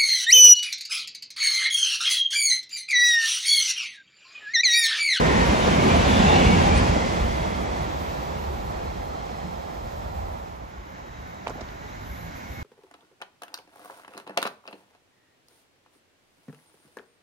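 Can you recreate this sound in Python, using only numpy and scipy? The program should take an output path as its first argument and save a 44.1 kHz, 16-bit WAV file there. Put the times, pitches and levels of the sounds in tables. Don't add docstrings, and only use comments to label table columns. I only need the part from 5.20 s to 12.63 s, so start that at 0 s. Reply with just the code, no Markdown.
import sys
import numpy as np
from scipy import signal
from scipy.io import wavfile
from scipy.ndimage import uniform_filter1d

SR = 44100
rng = np.random.default_rng(int(sys.argv[2]) if len(sys.argv) > 2 else 0)


def file_out(sig):
    cols = np.atleast_2d(sig).T
    lim = np.clip(cols, -1, 1)
    pcm = np.round(lim * 32767).astype(np.int16)
    wavfile.write(sys.argv[1], SR, pcm)


N = 327651


def amp(db):
    return 10 ** (np.asarray(db) / 20)


def evened(x):
    return x / np.sqrt(np.mean(abs(x) ** 2) + 1e-20)


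def columns(table, at, warp=np.asarray):
    first, *rest = np.transpose(table)
    return np.array([np.interp(warp(at), warp(first), column) for column in rest])


def add(mix, start_s, sound):
    start = round(start_s * SR)
    part = mix[:, max(start, 0):start + sound.shape[1]]
    part += sound[:, max(-start, 0):][:, :part.shape[1]]


# pitch_hz [Hz], likeness [0-1], left_lead [rad], left_minus_right [dB]
PORTS_ALONGSIDE = [(20, .97, -.1, 0), (90, .95, -.3, -.6), (170, .9, -.6, -1.4), (260, .82, -.9, -1.2),
                   (500, .71, -2.0, -1.5), (800, .76, -2.4, -2), (1500, .6, -2.8, -.5),
                   (1850, .3, -4.4, .3), (2300, .52, -5.9, .3), (3300, .3, -6.3, .3),
                   (5000, .35, -6.3, -.5), (8000, .3, -7.5, -.5), (9500, .5, -6.6, 0),
                   (11500, .92, -6.3, 0)]
PORTS_ALONG_TRACK = [(20, .96, -.1, 0), (90, .93, -.35, -.3), (260, .82, -1.2, -2), (500, .86, -2.4, -3),
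                     (800, .76, -2.8, -4), (1300, .62, -3.2, -4), (2100, .5, -4.9, -2),
                     (3000, .25, -5.6, -.5), (6000, .25, -6.3, .3), (8500, .9, -6.3, 0)]


def ports_at(hz, near):
    near_values = columns(PORTS_ALONGSIDE, hz, np.log1p)
    far_values = columns(PORTS_ALONG_TRACK, hz, np.log1p)
    return [near * a + (1 - near) * b for a, b in zip(near_values, far_values)]


# time_s [s], level_db [dB relative to its loudest]
TRAIN_LEVEL = [(0, -2.5), (.6, -1), (1.15, 0), (1.6, -3), (1.9, -7.5), (2.4, -11.5), (3.0, -14.5),
               (4.2, -18.5), (5.0, -20), (5.9, -17)]
FADE_S = (5.07, 5.68)
NEAR_DB, NEAR_SPAN_DB = -3, 16
STATION_NEAR = 0.45


def shares(t):
    station = np.interp(t, FADE_S, (0, 1))
    near = np.clip(1 + (columns(TRAIN_LEVEL, t)[0] - NEAR_DB) / NEAR_SPAN_DB, 0, 1)
    return (1 - station) * near + station * STATION_NEAR, station


def levels(parts, t):
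    station = shares(t)[1]
    gains = []
    for top_db, fall_share, later_s, station_db, rise in parts:
        freight_db = top_db + fall_share * columns(TRAIN_LEVEL, t - later_s)[0]
        freight_gain = (1 - station) * amp(freight_db)
        station_gain = station * amp(station_db + rise * (t - FADE_S[1]))
        gains.append(np.hypot(freight_gain, station_gain))
    return gains


# pitch_hz [Hz], density_db [relative dB per Hz; each slice is then set to its own level]
COLOUR_ALONGSIDE = [(15, -36), (28, 4), (59, 10), (86, 10.5), (123, -5.5), (162, -3.5), (237, -4.5),
                    (329, -13.5), (500, -15.5), (775, -19), (1000, -20), (1280, -27), (2240, -24.5),
                    (3100, -28.5), (3520, -30), (4050, -32.5), (6780, -38), (8300, -45.5), (10000, -28),
                    (14800, -49)]
COLOUR_FAR_OFF = [(15, -32), (28, -6.5), (65, 0.5), (108, -13.5), (204, -11.5), (262, -18), (430, -20),
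                  (780, -18), (950, -21.5), (1220, -27), (2020, -24), (2950, -31.5), (3400, -30.5),
                  (6290, -35), (8300, -41.5), (14800, -34)]
COLOUR_STATION = [(15, -38), (28, -9), (59, -7.5), (133, -14), (171, -11.5), (260, -15.5), (373, -21),
                  (800, -20), (1300, -26), (2180, -26), (2550, -32.5), (3800, -36.5), (6800, -36),
                  (8300, -51), (14800, -39)]


def band(size, edges_hz, parts, ring_db, waver_db):
    hop, bins = size // 4, np.fft.rfftfreq(size, 1 / SR)
    used = (bins > edges_hz[0]) & (bins <= edges_hz[-1])
    t, hz = np.arange(N // hop + 5) * hop / SR, bins[used]

    near, station = np.array(shares(t))[:, :, None]
    colours = (COLOUR_ALONGSIDE, COLOUR_FAR_OFF, COLOUR_STATION)
    alongside, far, later = (columns(colour, hz, np.log1p)[0] for colour in colours)
    freight_colour = near * alongside + (1 - near) * far
    gain = amp(station * later + (1 - station) * freight_colour)
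    for k, level in enumerate(levels(parts, t)):
        inside = np.searchsorted(edges_hz, hz) - 1 == k
        gain[:, inside] *= (level / np.linalg.norm(gain[:, inside], axis=1))[:, None]

    a, b, c, d, patches = rng.standard_normal((len(t), len(hz), 5)).transpose(2, 0, 1)
    patches = uniform_filter1d(patches, size=9, axis=0)
    patches = evened(uniform_filter1d(patches, size=2, axis=1))
    waver = evened(uniform_filter1d(rng.standard_normal(len(t)), size=6))[:, None]
    gain = gain * amp(ring_db * np.clip(patches, 0, 2.8) ** 2 + waver_db * waver)

    same, lead, pan_db = ports_at(hz, near)
    same, left, right = np.clip(same, 0, 1), amp(pan_db / 2), amp(-pan_db / 2)
    middle = np.sqrt(left ** 2 + right ** 2 + 2 * same * np.cos(lead)) / 2
    shared, own = a + 1j * b, c + 1j * d
    left_port = left * np.exp(1j * lead) * shared
    right_port = right * (same * shared + np.sqrt(1 - same ** 2) * own)
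    pair = np.zeros((2, len(t), len(bins)), complex)
    pair[:, :, used] = gain / middle * np.array([left_port, right_port])
    return signal.istft(pair.transpose(0, 2, 1), nperseg=size, noverlap=size - hop)[1][:, :N]


# [dB per s, ahead of the next train]
GROUND_PARTS = [(-20.5, 0.78, 0.16, -47, 5.5)]
BODY_RAIL_PARTS = [(-21, 1.188, 0.12, -48, 1.9), (-24, 0.9, 0.033, -48.5, 1.2)]
DISC_HISS_PARTS = [(-29, 1.097, 0.0068, -52.5, 2.7), (-37, 1.053, 0.1, -62, 3.4)]
FINE_PARTS = [(-51.5, 0.67, -0.25, -71, 4.4)]
RUMBLE_HZ, ROAR_HZ = (15, 125), (125, 330, 1400)
WHEELS_HZ, FINE_HZ = (1400, 4200, 8500), (8500, 15200)
# time_s [s], gain_db [dB]
BASS_GAIN = [(0, -3.5), (1.2, -3), (1.6, -1.5), (2.2, -2), (3.1, -4.5), (3.45, 1), (4.4, -7.5), (4.95, 2.5),
             (5.5, 2), (6.6, 0), (6.9, 1.5), (7.2, -4.5), (7.43, 7)]


def rolling():
    rumble = band(size=4096, edges_hz=RUMBLE_HZ, parts=GROUND_PARTS, ring_db=0.93, waver_db=-1.5)
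    roar = band(size=2048, edges_hz=ROAR_HZ, parts=BODY_RAIL_PARTS, ring_db=0.9148, waver_db=.55)
    wheels = band(size=2048, edges_hz=WHEELS_HZ, parts=DISC_HISS_PARTS, ring_db=.95, waver_db=.6)
    fine = band(size=1024, edges_hz=FINE_HZ, parts=FINE_PARTS, ring_db=.6, waver_db=1.7)
    swell = amp(columns(BASS_GAIN, np.arange(N) / SR))
    return swell * rumble + roar + wheels + fine


# middle_s [s], length_s [s], pitch_hz [Hz], width_hz [Hz], level_db [dB]
RESONANCES = [(.13, .55, 1848, 30, -36), (.1, .6, 1950, 500, -32), (0.39, .25, 3660, 50, -42.5),
              (.6, .3, 2200, 200, -37), (0.717, .12, 2400, 120, -35), (0.672, .14, 388, 30, -23.5),
              (.96, .2, 3450, 120, -39), (1.041, .15, 770, 30, -20), (1.13, .15, 850, 28, -19.5),
              (1.13, .22, 3570, 300, -35), (1.0, .7, 3540, 450, -39), (1.22, .3, 3400, 40, -41),
              (1.45, .25, 3640, 40, -45), (.4, .9, 6580, 120, -53), (1.2, 1.1, 775, 110, -26),
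              (1.2, 0.75, 2750, 330, -34), (1.26, .32, 2240, 40, -33), (1.5, .3, 786, 73, -25),
              (1.549, .3, 2400, 400, -38), (1.83, .5, 2070, 120, -41), (2.58, .3, 2010, 90, -49),
              (2.1, 1.4, 2060, 400, -43.5), (1.75, .3, 3300, 100, -47), (2.2, 1.6, 3330, 190, -53),
              (4.0, 2.6, 3230, 120, -62.5), (3.9, 2.8, 4160, 150, -62.5), (4.3, 2.0, 5170, 130, -66),
              (2.883, .9, 1357, 12, -52), (4.798, 1.6, 7200, 290, -70), (5.1, .8, 790, 300, -40.5),
              (6.2, 2.4, 3814, 3, -70), (6.8, 1.8, 4010, 45, -67), (6.8, 1.4, 3715, 25, -66),
              (7.0, .35, 167.6, 14, -43.5), (6.93, .15, 2150, 72, -55), (2.72, .2, 323, 40, -41),
              (7.38, .4, 2178, 20, -51), (7.15, 1.0, 2165, 90, -57)]
# middle_s [s], length_s [s], level_db [dB]
WHINE_SWELLS = [(2.05, .3, -66), (3.2, 1.7, -62), (4.7, 1.3, -66)]
WHINE_HZ, WHINE_WIDTH_HZ = 13474, 10
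# middle_s [s], length_s [s], pitch_hz [Hz], level_db [dB]
HISS_SWELLS = [(1.576, 0.074, 8900, -42.5), (6.964, 0.48, 11900, -59.5), (7.18, 0.098, 11900, -60),
               (7.35, 0.26, 12000, -61)]
HISS_WIDTH_HZ = 1500


def rings():
    out = np.zeros((2, N))
    whine = [(s, length, WHINE_HZ, WHINE_WIDTH_HZ, db) for s, length, db in WHINE_SWELLS]
    hisses = [(s, length, hz, HISS_WIDTH_HZ, db) for s, length, hz, db in HISS_SWELLS]
    for middle_s, length_s, hz, width, db in RESONANCES + whine + hisses:
        t = np.arange(round(length_s * SR)) / SR
        r = np.exp(-np.pi * width / SR)
        a, b = rng.standard_normal((2, 3 * SR + 9000))
        wander = evened(signal.lfilter([1], [1, -2 * r, r * r], a + 1j * b))
        slow = evened(14 / (width + 5) + wander)[9000:][:len(t)]
        _, lead, pan_db = ports_at(hz, shares(middle_s)[0])
        sides = np.array([[amp(pan_db / 2) * np.exp(1j * lead)], [amp(-pan_db / 2)]])
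        tone = (sides * slow * np.exp(2j * np.pi * hz * t)).real
        add(out, middle_s - length_s / 2, amp(db) * np.sqrt(2) * tone * np.hanning(len(t)))
    return out


# start_s [s], level_db [dB, peak of the envelope], pitch_hz [Hz]
WHEEL_THUMPS = [(0.328, -16, 230), (0.487, -18, 202), (0.581, -12.5, 186), (0.711, -23, 173),
                (0.739, -15, 64.6), (0.925, -12, 85), (1, -13.5, 225), (1.035, -14, 216),
                (1.151, -15.5, 162), (1.248, -16, 170), (1.38, -17, 71.4), (1.17, -24, 70),
                (1.261, -8.5, 85), (1.328, -15, 175), (1.605, -14, 75), (1.689, -10.5, 72),
                (4.667, -26, 65.6), (4.907, -27.5, 73.5), (4.964, -27, 78.5), (5.03, -23, 58.5),
                (5.578, -30, 54.7), (6.019, -32, 105)]
THUMP_S = 0.0052


def thumps():
    out, t = np.zeros((2, N)), np.arange(4000) / SR
    envelope = t / THUMP_S * np.exp(1 - t / THUMP_S)
    for start_s, db, hz in WHEEL_THUMPS:
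        push = np.sin(2 * np.pi * hz * t) * envelope
        add(out, start_s, amp(db) * np.ones((2, 1)) * push)
    return out


# [Hz, centre]
GRIT_CRUNCHES = [(6.143, -54, -47, 500, 7000), (6.2655, -32, -30, 800, 2800),
                 (6.2698, -18.5, -30, 770, 4300), (6.277, -37, -23, 900, 2800),
                 (6.2782, -50, -32, 900, 6300), (6.2835, -34, -33, 620, 2600),
                 (6.2955, -33, -33, 760, 5500), (6.303, -32, -37, 480, 4500), (6.355, -33, -46, 260, 2000),
                 (6.386, -38, -47, 633, 2500), (6.396, -35, -45, 724, 2500), (6.407, -35, -32, 620, 4500),
                 (6.41, -34, -31, 640, 4500), (6.4135, -32, -35, 400, 4000), (6.487, -42, -35, 719, 3400)]
# [dB, before the loss per cycle]
SOLE_MODES = [(1, 0), (1.7, -10), (2.5, -1), (.6, -6)]
# [dB, mean of the ports]
SHOE_BANDS = [(6.296, .07, 250, 900, -39), (6.387, .04, 540, 740, -37.5), (6.415, .06, 200, 850, -46)]
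GRIT_RISE_S, GRIT_T60_S = .0012, .03
GRIT_SPREAD = 1.35
SHOE_PAN_DB, LEFT_DELAY_S = -4, .00015
KNOCK_PEAK_CYCLE, KNOCK_START = 1.75, .7
OVERTONE_LOSS_DB = 2.5


def shoe():
    out, t = np.zeros((2, N)), np.arange(1500) / SR
    sides = amp(np.array([[SHOE_PAN_DB / 2], [-SHOE_PAN_DB / 2]]))
    for start_s, db, grit_db, hz, grit_hz in GRIT_CRUNCHES:
        turns = hz * t + KNOCK_START * (1 - np.exp(-hz * t))
        modes = sum(amp(mode_db - OVERTONE_LOSS_DB * (k - 1) * turns) * np.sin(-2 * np.pi * k * turns)
                    for k, mode_db in SOLE_MODES)
        progress = turns / KNOCK_PEAK_CYCLE
        knock = modes * amp(db) * (progress * np.exp((1 - progress ** 2.5) / 2.5)) ** 2

        grit_band = (grit_hz / GRIT_SPREAD, grit_hz * GRIT_SPREAD)
        grit = signal.butter(2, grit_band, "bandpass", fs=SR, output="sos")
        decay = amp(grit_db - 60 * t / GRIT_T60_S)
        rise = 1 - np.exp(-t / GRIT_RISE_S)
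        spray = signal.sosfilt(grit, rng.standard_normal((2, len(t)))) * decay * rise

        sound = sides * (knock + spray)
        add(out, start_s, sound * [[0], [1]])
        add(out, start_s + LEFT_DELAY_S, sound * [[1], [0]])
    for middle_s, length_s, low_hz, high_hz, db in SHOE_BANDS:
        bandpass = signal.butter(2, (low_hz, high_hz), "bandpass", fs=SR, output="sos")
        noise = evened(signal.sosfilt(bandpass, rng.standard_normal(SR)))[-round(length_s * SR):]
        fade = signal.windows.tukey(len(noise), .6)
        add(out, middle_s - length_s / 2, amp(db) * sides * noise * fade)
    return out


def scene():
    return rolling() + rings() + thumps() + shoe()


LOW_CUT_HZ = 39
EDGE_HZ, EDGE_TAPS = 14750, 601


def record(dry):
    low_cut = signal.butter(4, LOW_CUT_HZ, "highpass", fs=SR, output="sos")
    thinned = signal.sosfilt(low_cut, dry)
    edge = signal.firwin(EDGE_TAPS, EDGE_HZ, window=("kaiser", 9), fs=SR)
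    return signal.oaconvolve(thinned, edge[None], "same")


dry = scene()
out = record(dry)
file_out(out)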